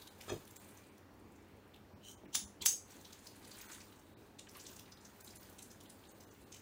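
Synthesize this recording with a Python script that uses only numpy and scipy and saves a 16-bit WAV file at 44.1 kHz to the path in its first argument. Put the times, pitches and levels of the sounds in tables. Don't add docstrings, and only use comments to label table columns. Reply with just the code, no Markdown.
import sys
import numpy as np
from scipy import signal
from scipy.fft import rfft, irfft
from scipy.io import wavfile
from scipy.ndimage import uniform_filter1d

SR = 44100
rng = np.random.default_rng(int(sys.argv[2]) if len(sys.argv) > 2 else 0)


def to_wav(s):
    ch = np.atleast_2d(s).T
    pcm = np.round(np.clip(ch, -1, 1) * 32767)
    wavfile.write(sys.argv[1], SR, pcm.astype(np.int16))


def gain_from_db(level_db):
    decades = np.asarray(level_db, float) / 20
    return 10 ** decades


N = 291501


def evened(x):
    return x / np.sqrt(np.mean(x ** 2) + 1e-20)


def crest(x):
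    return x / np.sqrt(uniform_filter1d(x ** 2, size=130).max())


def read(points, hz):
    f, value = np.transpose(points)
    return np.interp(np.log(hz + 1), np.log(f + 1), value)


def coloured(x, points):
    gain_db = read(points, abs(np.fft.fftfreq(4096, 1 / SR)))
    log_gain = np.log(gain_from_db(np.maximum(gain_db, -100)))
    taps = np.fft.ifft(np.exp(np.conj(signal.hilbert(log_gain)))).real[:2048]
    return signal.oaconvolve(x, taps / np.linalg.norm(taps))[:len(x)]


def resonate(x, hz, width_hz):
    pole = np.exp((2j * np.pi * hz - np.pi * abs(width_hz)) / SR)
    return 2 * signal.lfilter([1 - abs(pole)], [1, -pole], x).real


def ring(x, modes, longest_s):
    t = np.arange(SR // 4) / SR
    taps = np.zeros(len(t))
    for hz, db, t60_s in modes:
        taps += gain_from_db(db - 60 * t / min(t60_s, longest_s)) * np.sin(2 * np.pi * hz * t)
    return signal.oaconvolve(x, taps / abs(taps).max())[:len(x)]


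def add(mix, s, sound):
    part = mix[round(s * SR):][:len(sound)]
    part += sound[:len(part)]


def burst(noise, length_s):
    u = np.arange(len(noise)) / SR / np.clip(length_s, 2e-4, 6e-3)
    x = noise * abs(noise) ** 1.07 * u ** 3 * np.exp(-u)
    return x / np.linalg.norm(x)


def crackle(low_hz, high_hz, count):
    out = np.zeros(N)
    snaps_per_s = 2500
    for hz in np.geomspace(low_hz, high_hz, num=count):
        clumps = evened(uniform_filter1d(rng.standard_normal(N), size=400))
        snaps = rng.standard_normal(N) * (rng.random(N) < snaps_per_s / SR) * gain_from_db(4.8 * clumps)
        out += evened(resonate(snaps, hz, 0.22 * hz)) * np.sqrt(hz)
    return out


def pops(rows, width):
    out, top = np.zeros(N), signal.butter(4, 9000, "high", fs=SR, output="sos")
    pop_s, tick_s, lead_s = 0.0019, 0.00058, .0093
    for (s, hz, db, *tick_db), noise in zip(rows, rng.standard_normal((len(rows), 1200))):
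        x = burst(noise, pop_s)[660::-1]
        rung = resonate(resonate(x, hz, width * hz), hz, width * hz)
        add(out, s - lead_s, gain_from_db(db) * crest(rung))
        tick = .5 * x + np.roll(burst(noise[:661], tick_s), 330)
        tick_gain = gain_from_db(np.array(tick_db)).sum()
        add(out, s - lead_s, tick_gain * crest(signal.sosfilt(top, tick)))
    return out


def background():
    # (frequency [Hz], density [dB per Hz])
    air = [(18, -42), (30, -5), (131, -6), (161, -8.5), (287, -3), (721, -12.5), (780, -11.5), (844, -12),
           (1070, -15), (2540, -23.5), (3140, -26.5), (4080, -28.5), (11100, -38.5), (14000, -34.5),
           (16000, -32)]
    # (frequency [Hz], width [Hz], level [dB])
    hum = [(95, 40, -75.5), (205, 38, -71.5), (282, 53, -74.5), (403.8, 28, -76.5)]
    # (start [s], end [s], frequency [Hz], width [Hz], level [dB])
    whine = [(1.0, 2.65, 13620, 15, -89), (1.45, 2.0, 4300, 80, -91), (3.95, 4.3, 3800, 60, -86),
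             (2.61, 2.66, 960, 30, -60), (.62, .95, 2400, 200, -76), (1.25, 1.6, 2200, 400, -77)]
    air_db, motor_hz, motor_db = -61.5, 94.2, -71.5
    frames, hz = N // 256 + 5, np.fft.rfftfreq(1024, 1 / SR)
    a, b, patches = rng.standard_normal((frames, 513, 3)).T
    patches = evened(uniform_filter1d(uniform_filter1d(patches, size=12, axis=0), size=14, axis=1))
    z = (a + 1j * b) * gain_from_db(read(air, hz)[:, None] + 1.32 * patches)
    out = gain_from_db(air_db) * evened(signal.istft(z, nperseg=1024, noverlap=768)[1][:N])
    for f, width_hz, db in hum:
        out += gain_from_db(db) * evened(resonate(resonate(rng.standard_normal(N), f, width_hz), f, width_hz))
    t = np.arange(N) / SR
    drift = 1.5 * evened(resonate(rng.standard_normal(N), 0, 3))
    out += gain_from_db(motor_db) * np.sqrt(2) * np.sin(2 * np.pi * motor_hz * t + drift)
    for start, end, f, width_hz, db in whine:
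        on = np.clip(np.minimum(t - start, end - t) / 0.01, 0, 1)
        out += gain_from_db(db) * on * evened(resonate(rng.standard_normal(N), f, width_hz))
    return out


def rustle():
    # (time [s], rustle level [dB])
    hands = [
        [(0.0, -65), (0.146, -74), (0.286, -62), (0.472, -74.5), (0.634, -69.5), (0.8, -73), (1.0, -86)],
        [(2.85, -76), (2.9, -66.5), (2.98, -67.5), (3.37, -69.5), (3.68, -61), (3.86, -68.5), (3.98, -78),
         (4.27, -75.5), (4.45, -102)],
        [(4.46, -91), (4.56, -62), (4.63, -71), (4.7, -65), (4.86, -73.5), (5.11, -72), (5.4, -67),
         (5.69, -73.5), (6.61, -73.5)],
    ]
    sizzle_levels = [-0.5, -1, 1]
    rub_levels = [-1.5, -4, -7]
    # (frequency [Hz], density [dB per Hz])
    glove = [(880, -39.5), (1500, 11.5), (2200, -1.5), (2940, -4), (4390, -3), (5390, -10.5), (7010, -2),
             (9530, 6), (11500, -0.5), (15000, -63), (22000, -120)]
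    # (frequency [Hz], density [dB per Hz])
    sizzle = [(9000, -17), (11000, -18), (13500, -0.5), (15200, 5.5), (16000, -16)]
    # (frequency [Hz], level [dB])
    flesh = [(500, -31), (900, 0.5), (1500, -8), (2500, -14), (4000, -18.5)]
    t, (film, top, rub) = np.arange(N) / SR, np.zeros((3, N))
    for rows, sizzle_db, rub_db in zip(hands, sizzle_levels, rub_levels):
        s, db = np.transpose(rows)
        effort_db = np.interp(t, s, db)
        on = (t >= s[0]) & (t < s[-1])
        film += on * gain_from_db(effort_db)
        top += on * gain_from_db(sizzle_db - 4 + effort_db)
        rub += on * gain_from_db(rub_db + effort_db)
    out = film * evened(coloured(crackle(low_hz=2320, high_hz=6200, count=6), glove))
    out += rub * coloured(rng.standard_normal(N), flesh)
    out += top * evened(coloured(crackle(low_hz=12700, high_hz=15300, count=2), sizzle))
    return out


def glove_folds():
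    # (time [s], ring [Hz], ring level [dB], top tick level [dB])
    folds = [(0.0222, 6200, -64, -55), (0.0771, 6290, -61, -61), (0.2122, 5250, -56.5, -54),
             (0.4783, 9600, -58, -57), (0.5116, 6980, -60.5, -56), (0.566, 7200, -53.5, -51),
             (0.6225, 9000, -62, -67), (0.648, 8870, -60, -67), (0.6918, 9500, -60.5, -66),
             (0.7103, 9300, -64, -70), (0.7747, 6800, -60.5, -60), (0.982, 5530, -68.5, -64),
             (1.3228, 9690, -71, -73), (1.362, 7030, -70, -79), (2.6235, 6450, -46, -45),
             (2.9089, 6200, -59, -66), (2.9211, 6160, -59.5, -77), (3.0149, 6400, -60.5, -59),
             (3.0536, 5530, -58, -75), (3.1314, 6300, -54.5, -55), (3.2724, 4900, -50.5, -53),
             (3.3663, 9730, -61, -67), (3.4788, 9560, -58, -67.5), (3.5166, 7000, -55.5, -66),
             (3.5886, 8850, -54, -64), (3.6171, 6270, -53.5, -70), (3.7213, 6990, -51, -61),
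             (3.8169, 5700, -56, -72), (3.9637, 7060, -69, -80), (3.9962, 6840, -66, -66),
             (4.3948, 6940, -49.5, -62), (4.4943, 5500, -56, -59), (4.57, 10600, -55.5, -51),
            (4.6014, 5570, -53, -74), (4.614, 6590, -56, -71), (4.6698, 6400, -49, -69),
            (4.717, 7020, -62, -56), (4.7665, 6550, -54, -57), (4.796, 5730, -54.5, -53),
            (4.925, 5100, -54, -80), (5.012, 6680, -63, -81), (5.055, 6000, -54.5, -81),
            (5.21, 6760, -59, -55), (5.2468, 6900, -58.5, -49), (5.2795, 7040, -59, -68),
            (5.31, 5230, -57, -60), (5.3605, 9600, -53.5, -59), (5.4317, 5380, -59.5, -56.5),
            (5.499, 6760, -63, -57.5), (5.5914, 7450, -53.5, -55), (5.6284, 6850, -55.5, -58),
            (5.665, 9520, -65, -69), (5.7164, 5940, -57.5, -56), (5.8107, 6200, -60.5, -65),
            (5.8364, 6630, -77, -60), (5.902, 8800, -55.5, -68), (6.094, 7550, -58, -76),
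            (6.2097, 5600, -60, -59.5), (6.5268, 6300, -50, -76), (6.546, 6460, -55.5, -58),
             (0.4534, 5500, -65, -60), (0.8708, 8530, -67, -75), (1.14, 11000, -77, -75),
              (1.2, 9000, -73, -80), (1.4263, 7750, -75, -82), (1.485, 10500, -77, -74),
              (1.571, 9500, -75, -74), (1.68, 10000, -75, -76), (1.7444, 9000, -76, -67),
              (1.7631, 8000, -73, -68), (5.53, 5810, -68, -62), (5.935, 8740, -77, -70),
              (6.3144, 6340, -64, -73)]
    return pops(folds, width=0.49)


def wet_smacks():
    # (time [s], ring [Hz], ring level [dB])
    wet_pops = [(0.0225, 3850, -55), (0.078, 3620, -54.5), (0.2124, 2640, -52), (0.4777, 3220, -61.5),
                (0.565, 1810, -65), (1.7444, 3230, -58.5), (1.7617, 2980, -62.5), (2.2593, 2070, -63.5),
                (3.0536, 3760, -54.5), (3.1312, 4040, -57), (3.451, 4300, -58), (3.5174, 4160, -52.5),
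                (3.6163, 4010, -59), (3.7215, 2350, -60), (3.9267, 3640, -64), (4.3937, 3490, -52),
                (4.4732, 2830, -58.5), (4.555, 2550, -58), (4.57, 1820, -68), (4.6678, 3550, -58),
                (4.796, 2950, -56.5), (4.8803, 2330, -64), (4.975, 3600, -62), (5.28, 4080, -56),
                (5.592, 3300, -56.5), (5.8615, 3260, -61.5), (6.0553, 3730, -64), (6.545, 2780, -55.5),
                (3.432, 3930, -66), (3.479, 4600, -67), (3.55, 4400, -58), (3.576, 4400, -68),
                 (3.606, 2100, -55), (3.643, 1500, -61), (3.706, 1350, -54), (3.702, 3400, -60),
                 (3.734, 6500, -53), (3.749, 8600, -55), (3.75, 3500, -58), (3.783, 1480, -60),
                 (3.807, 5000, -57), (3.811, 2300, -61), (4.476, 1700, -61), (4.515, 9800, -63),
                 (4.547, 1260, -65), (4.562, 1090, -55.5), (4.552, 4400, -59), (4.586, 2500, -59),
                 (4.641, 7680, -59), (4.657, 3620, -57), (4.697, 3290, -61), (4.733, 6400, -60),
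                 (4.862, 3360, -62), (5.194, 1430, -64), (5.266, 7500, -58), (5.34, 2000, -64),
                 (5.372, 6600, -61.5), (5.417, 1000, -64), (5.485, 9000, -71), (5.628, 9500, -54),
                 (5.707, 5800, -62), (5.749, 1520, -64), (5.809, 9500, -65), (5.81, 3300, -64),
                 (5.904, 4000, -63), (6.041, 2930, -63), (6.108, 7300, -72), (6.238, 6800, -64),
                 (6.418, 9520, -66), (6.527, 2900, -60), (6.565, 2900, -62), (6.57, 6300, -59),
                 (.077, 10200, -60), (.236, 2500, -66), (.221, 6700, -58)]
    return pops(wet_pops, width=0.49)


def knocks():
    # (time [s], peak level [dB], softness [s])
    blows = [(0.2809, -36.5, 0.00054), (.303, -29.5, 0.00064), (.311, -36, 0.00054),
             (0.3194, -27.5, 0.00094), (0.3227, -25.5, 0.00087), (.331, -30.5, 0.00066),
             (.339, -33.5, 0.00097), (0.351, -36, 0.00085), (2.235, -44.5, 0.00036), (2.614, -35.5, 0.0014)]
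    # (frequency [Hz], level [dB], t60 [s])
    board = [(64, -22, 0.086), (108, -5, 0.13), (205, -8, 0.082), (289, -9, 0.072), (418, 8, 0.1),
             (505, 2.5, 0.051), (623, 9, 0.033), (760, 1.5, 0.059), (900, -6, 0.05)]
    pushes = np.zeros(N)
    for s, db, soft_s in blows:
        push = signal.windows.hann(max(round(2 * soft_s * SR), 4))
        add(pushes, s, gain_from_db(db) * push / push.sum())
    return -ring(pushes, board, longest_s=.3)


def clacks():
    # (time [s], peak level [dB], length [s])
    contacts = [(0.284, -35, 0.0021), (.2955, -31, 0.001), (0.2992, -26.5, 0.00097), (0.303, -34.5, .0008),
                (0.319, -37.5, 0.0024)]
    # (frequency [Hz], level [dB], t60 [s])
    handle = [(1330, -2, 0.07), (1717, -3.5, 0.05), (2500, -3, 0.035), (3300, -5.5, 0.06),
              (3655, -2, 0.035), (4240, -7, 0.03), (5000, -3.5, 0.024), (6000, -8, .04),
              (6400, -6.5, 0.026), (6800, -9, 0.06), (7095, -14, .06), (7600, -13, 0.06), (8600, -20, 0.03)]
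    blows = np.zeros(N)
    for (s, db, length_s), noise in zip(contacts, rng.standard_normal((len(contacts), 1500))):
        add(blows, s - 3 * length_s, gain_from_db(db) * burst(noise, length_s))
    return ring(blows, handle, longest_s=0.029)


def thuds():
    # (time [s], level [dB], frequency [Hz], t60 [s])
    leans = [(1.935, -44.5, 205, 0.082), (1.934, -50, 105, 0.12), (1.95, -65, 45, .15),
             (2.235, -52, 200, 0.3), (2.25, -54.5, 291, 0.34), (2.416, -49.5, 203, 0.28),
             (2.43, -51, 66, 0.2), (2.65, -62, 66, 0.17), (2.949, -55, 290, 0.22)]
    out, t = np.zeros(N), np.arange(SR // 3) / SR
    for s, db, hz, t60_s in leans:
        swell = 1 - np.exp(-t / 0.0029)
        add(out, s, gain_from_db(db - 60 * t / t60_s) * swell * np.sin(2 * np.pi * hz * t))
    return out


def scrape():
    # (frequency [Hz], width [Hz], level [dB], rise of pitch over the slide [ratio])
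    sliding = [(2980, 27, 0, .06), (3950, 55, -11, 0.031), (5660, 87, -1, 0.078), (6250, 41, 0, 0.08),
               (6600, 57, -4, .1), (7540, 59, -7, 0.0178), (8600, 130, -2, 0.031), (11400, 120, -12, 0.012),
               (12500, 46, -19, 0.01), (13100, 55, -8, 0.01), (14400, 130, -17, 0.01),
               (15500, 56, -6, 0.001)]
    open_s, rise_s, hold_s, release_s = 2.0, .048, .07, .04
    slips_per_s, slip_db = 52, 3
    upper_db, upper_db_per_s = -12.5, 146
    s = np.cumsum([0, rise_s, hold_s, release_s])
    t = np.arange(7000) / SR
    wander = evened(uniform_filter1d(rng.standard_normal(len(t)), size=150))
    grip_db = 2.0 * wander + slip_db * np.cos(2 * np.pi * slips_per_s * t + 1.1 * wander)
    slips = rng.standard_normal(len(t)) * gain_from_db(grip_db)
    low, high = np.zeros(len(t)), .002 * slips
    for f, width_hz, db, rise in sliding:
        climb = np.exp(1j * np.pi * f * rise * t ** 2 / s[-1])
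        mode = (signal.hilbert(resonate(slips, f, 3.4 * width_hz)) * climb).real
        mode *= gain_from_db(db) / np.sqrt(width_hz)
        if f < 4500:
            low += mode
        else:
            high += mode
    level = gain_from_db(-59 + np.interp(t, s, [-26, 0, -2, -41]))
    upper = gain_from_db(upper_db + upper_db_per_s * np.minimum(t, s[2]))
    out = np.zeros(N)
    add(out, open_s, level * (evened(low) + upper * evened(high)))
    return out


def snips():
    # (time [s], energy [dB], length [s], lowest
    # frequency [Hz])
    breaks = [
        [(2.339, -25.5, 0.0055, 3500), (2.3445, -17, .0012, 5000), (2.3485, -13.5, .0007, 2500),
         (2.351, -9.5, .0006, 300), (2.3547, -6, 0.00084, 2580), (2.3585, -17, 0.00066, 3000)],
        [(2.6525, -23.5, .003, 5000), (2.6555, -10, 0.0011, 5000), (2.658, -9, 0.0009, 4000),
         (2.6606, 0.5, 0.00067, 300), (2.6644, 0.5, .0007, 4500), (2.6668, -1, 0.00059, 4500)],
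    ]
    # (frequency [Hz], density [dB per Hz])
    bones = [
        [(400, -59), (750, -8.5), (1300, -7.5), (2500, -11.5), (3600, -4), (4400, -10), (6300, -1), (7500, -2),
         (8500, -16.5), (9800, -6.5), (11300, -17.5), (13700, -26), (15300, -7), (16000, -18.5)],
        [(400, -54.5), (750, -13), (1300, -14.5), (2600, -7.5), (3600, -8.5), (4500, -11.5), (6400, -2.5),
         (8000, -1.5), (8900, -12), (9700, -6), (12000, -11), (14300, -10), (15400, -6.5), (16000, -4.5)],
    ]
    # (frequency [Hz], level [dB], t60 [s])
    steel = [
        [(3680, -8, .2), (3784, -15.5, .2), (5040, -11, .15), (6300, -6, .17), (6340, -1, .25),
         (6200, -8.5, 0.18), (6410, -3, .15), (6515, 1, .12), (7230, -6, .14), (7300, -11, .14),
         (9130, -7.5, .18), (9720, -7, .2), (10090, -10, .14), (15670, -16, .16)],
        [(4823, -11.5, .2), (5600, -3.5, .11), (6080, -6, .2), (6290, -1, .15), (6500, -1, .18),
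         (6500, 0, 0.18), (6659, -7, .2), (7036, -6, .16), (7251, -6, .2), (7836, -6, .16), (8100, -7.5, .17),
         (9634, -10, 0.13), (10300, -12, .2), (15360, -10, .2)],
    ]
    steel_levels = [-22.5, -21]
    # (time [s], ring [Hz], ring level [dB])
    bites = [(2.33, 3000, -67), (2.3355, 3300, -62), (2.34, 3200, -55), (2.345, 3888, -51),
             (2.6135, 3180, -54), (2.6197, 4100, -45), (2.624, 3270, -43), (2.622, 7600, -50.5),
             (2.6275, 7600, -51), (2.63, 2320, -54)]
    out, hz = np.zeros(N), np.fft.rfftfreq(2048, 1 / SR)
    for rows, colour, modes, steel_db in zip(breaks, bones, steel, steel_levels):
        cracks = np.zeros(N)
        for (s, db, length_s, low_hz), noise in zip(rows, rng.standard_normal((len(rows), 2048))):
            z = rfft(np.roll(burst(noise, length_s), 100))
            power = uniform_filter1d(abs(z) ** 2, size=24)
            flat = irfft(z / np.sqrt(power * (1 + (low_hz / (hz + 1)) ** 8)))
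            add(cracks, s - 3 * length_s - 100 / SR, gain_from_db(db) * flat[:1500])
        out += coloured(cracks, colour) + gain_from_db(steel_db) * ring(cracks, modes, longest_s=.25)
    return out + pops(bites, width=0.18)


def kitchen(x):
    # (frequency [Hz], t60 [s])
    walls = [(500, 0.16), (1500, 0.23), (4000, 0.26), (9000, 0.31), (16000, 0.22)]
    out, turn = np.zeros(N), np.arange(N) / SR / .011
    for k in range(3):
        taps = np.zeros(SR // 2)
        at = np.arange(160, len(taps) - 10, 10)
        taps[at + rng.integers(0, 10, len(at))] = rng.choice([-1., 1.], len(at))
        hz, t, z = signal.stft(taps, SR, nperseg=256)
        tail = signal.istft(z * gain_from_db(-60 * t / read(walls, hz)[:, None]), SR, nperseg=256)[1]
        share = np.sqrt(2 / 3) * np.sin(np.pi * (turn + k / 3))
        out += signal.fftconvolve(x * share, tail / np.linalg.norm(tail))[:N]
    return out


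def scene():
    film = rustle() + glove_folds() + wet_smacks()
    dull = knocks() + clacks() + thuds()
    slide = scrape()
    steel = snips()
    wet = kitchen(gain_from_db(-4.0) * steel + gain_from_db(-5) * slide + gain_from_db(-3.5) * film + gain_from_db(-2.5) * dull)
    return (steel + slide + film + dull + wet + background())[None]


def starve(x):
    # (time [s], lowest frequency hit [Hz])
    starved = [(.097, 2400), (.311, 4000), (.588, 1600), (.906, 4300), (1.95, 2500), (2.165, 2200),
               (2.271, 3000), (2.464, 1900), (3.679, 2800), (4.154, 2000), (4.957, 3200), (5.002, 5000),
               (5.236, 1000), (5.387, 1200), (5.878, 5000), (6.089, 2000), (6.134, 3200), (6.261, 2000),
               (6.303, 2000), (6.452, 2000)]
    # (time [s], lowest frequency hit [Hz], share of lines kept [ratio])
    emptied = [(4.155, 5300, .012), (4.162, 5300, .012)]
    frame, usual_kept, loss = 941, .13, .98
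    x, window = x.copy(), np.sin(np.pi * (np.arange(2 * frame) + .5) / (2 * frame))
    hz = np.fft.rfftfreq(2 * frame, 1 / SR)
    for s, low_hz, kept in [(*row, usual_kept) for row in starved] + emptied:
        start = round(s * SR) - frame
        z = rfft(window * x[start:start + 2 * frame])
        height = uniform_filter1d(abs(z), size=4) / uniform_filter1d(abs(z), size=120)
        lost = (height < np.quantile(height, 1 - kept)) & (hz > low_hz)
        add(x, start / SR, -window ** 2 * irfft(loss * z * lost))
    return x


def band_limit(x):
    return signal.sosfilt(signal.butter(12, 16480, fs=SR, output="sos"), x)


def record(dry):
    x = signal.sosfilt(signal.butter(3, 45, "high", fs=SR, output="sos"), dry[0])
    x = signal.oaconvolve(x, signal.firwin(401, 15850, window=("kaiser", 10), fs=SR), "same")
    return band_limit(starve(x)[None])


dry = scene()
out = record(dry)
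to_wav(out)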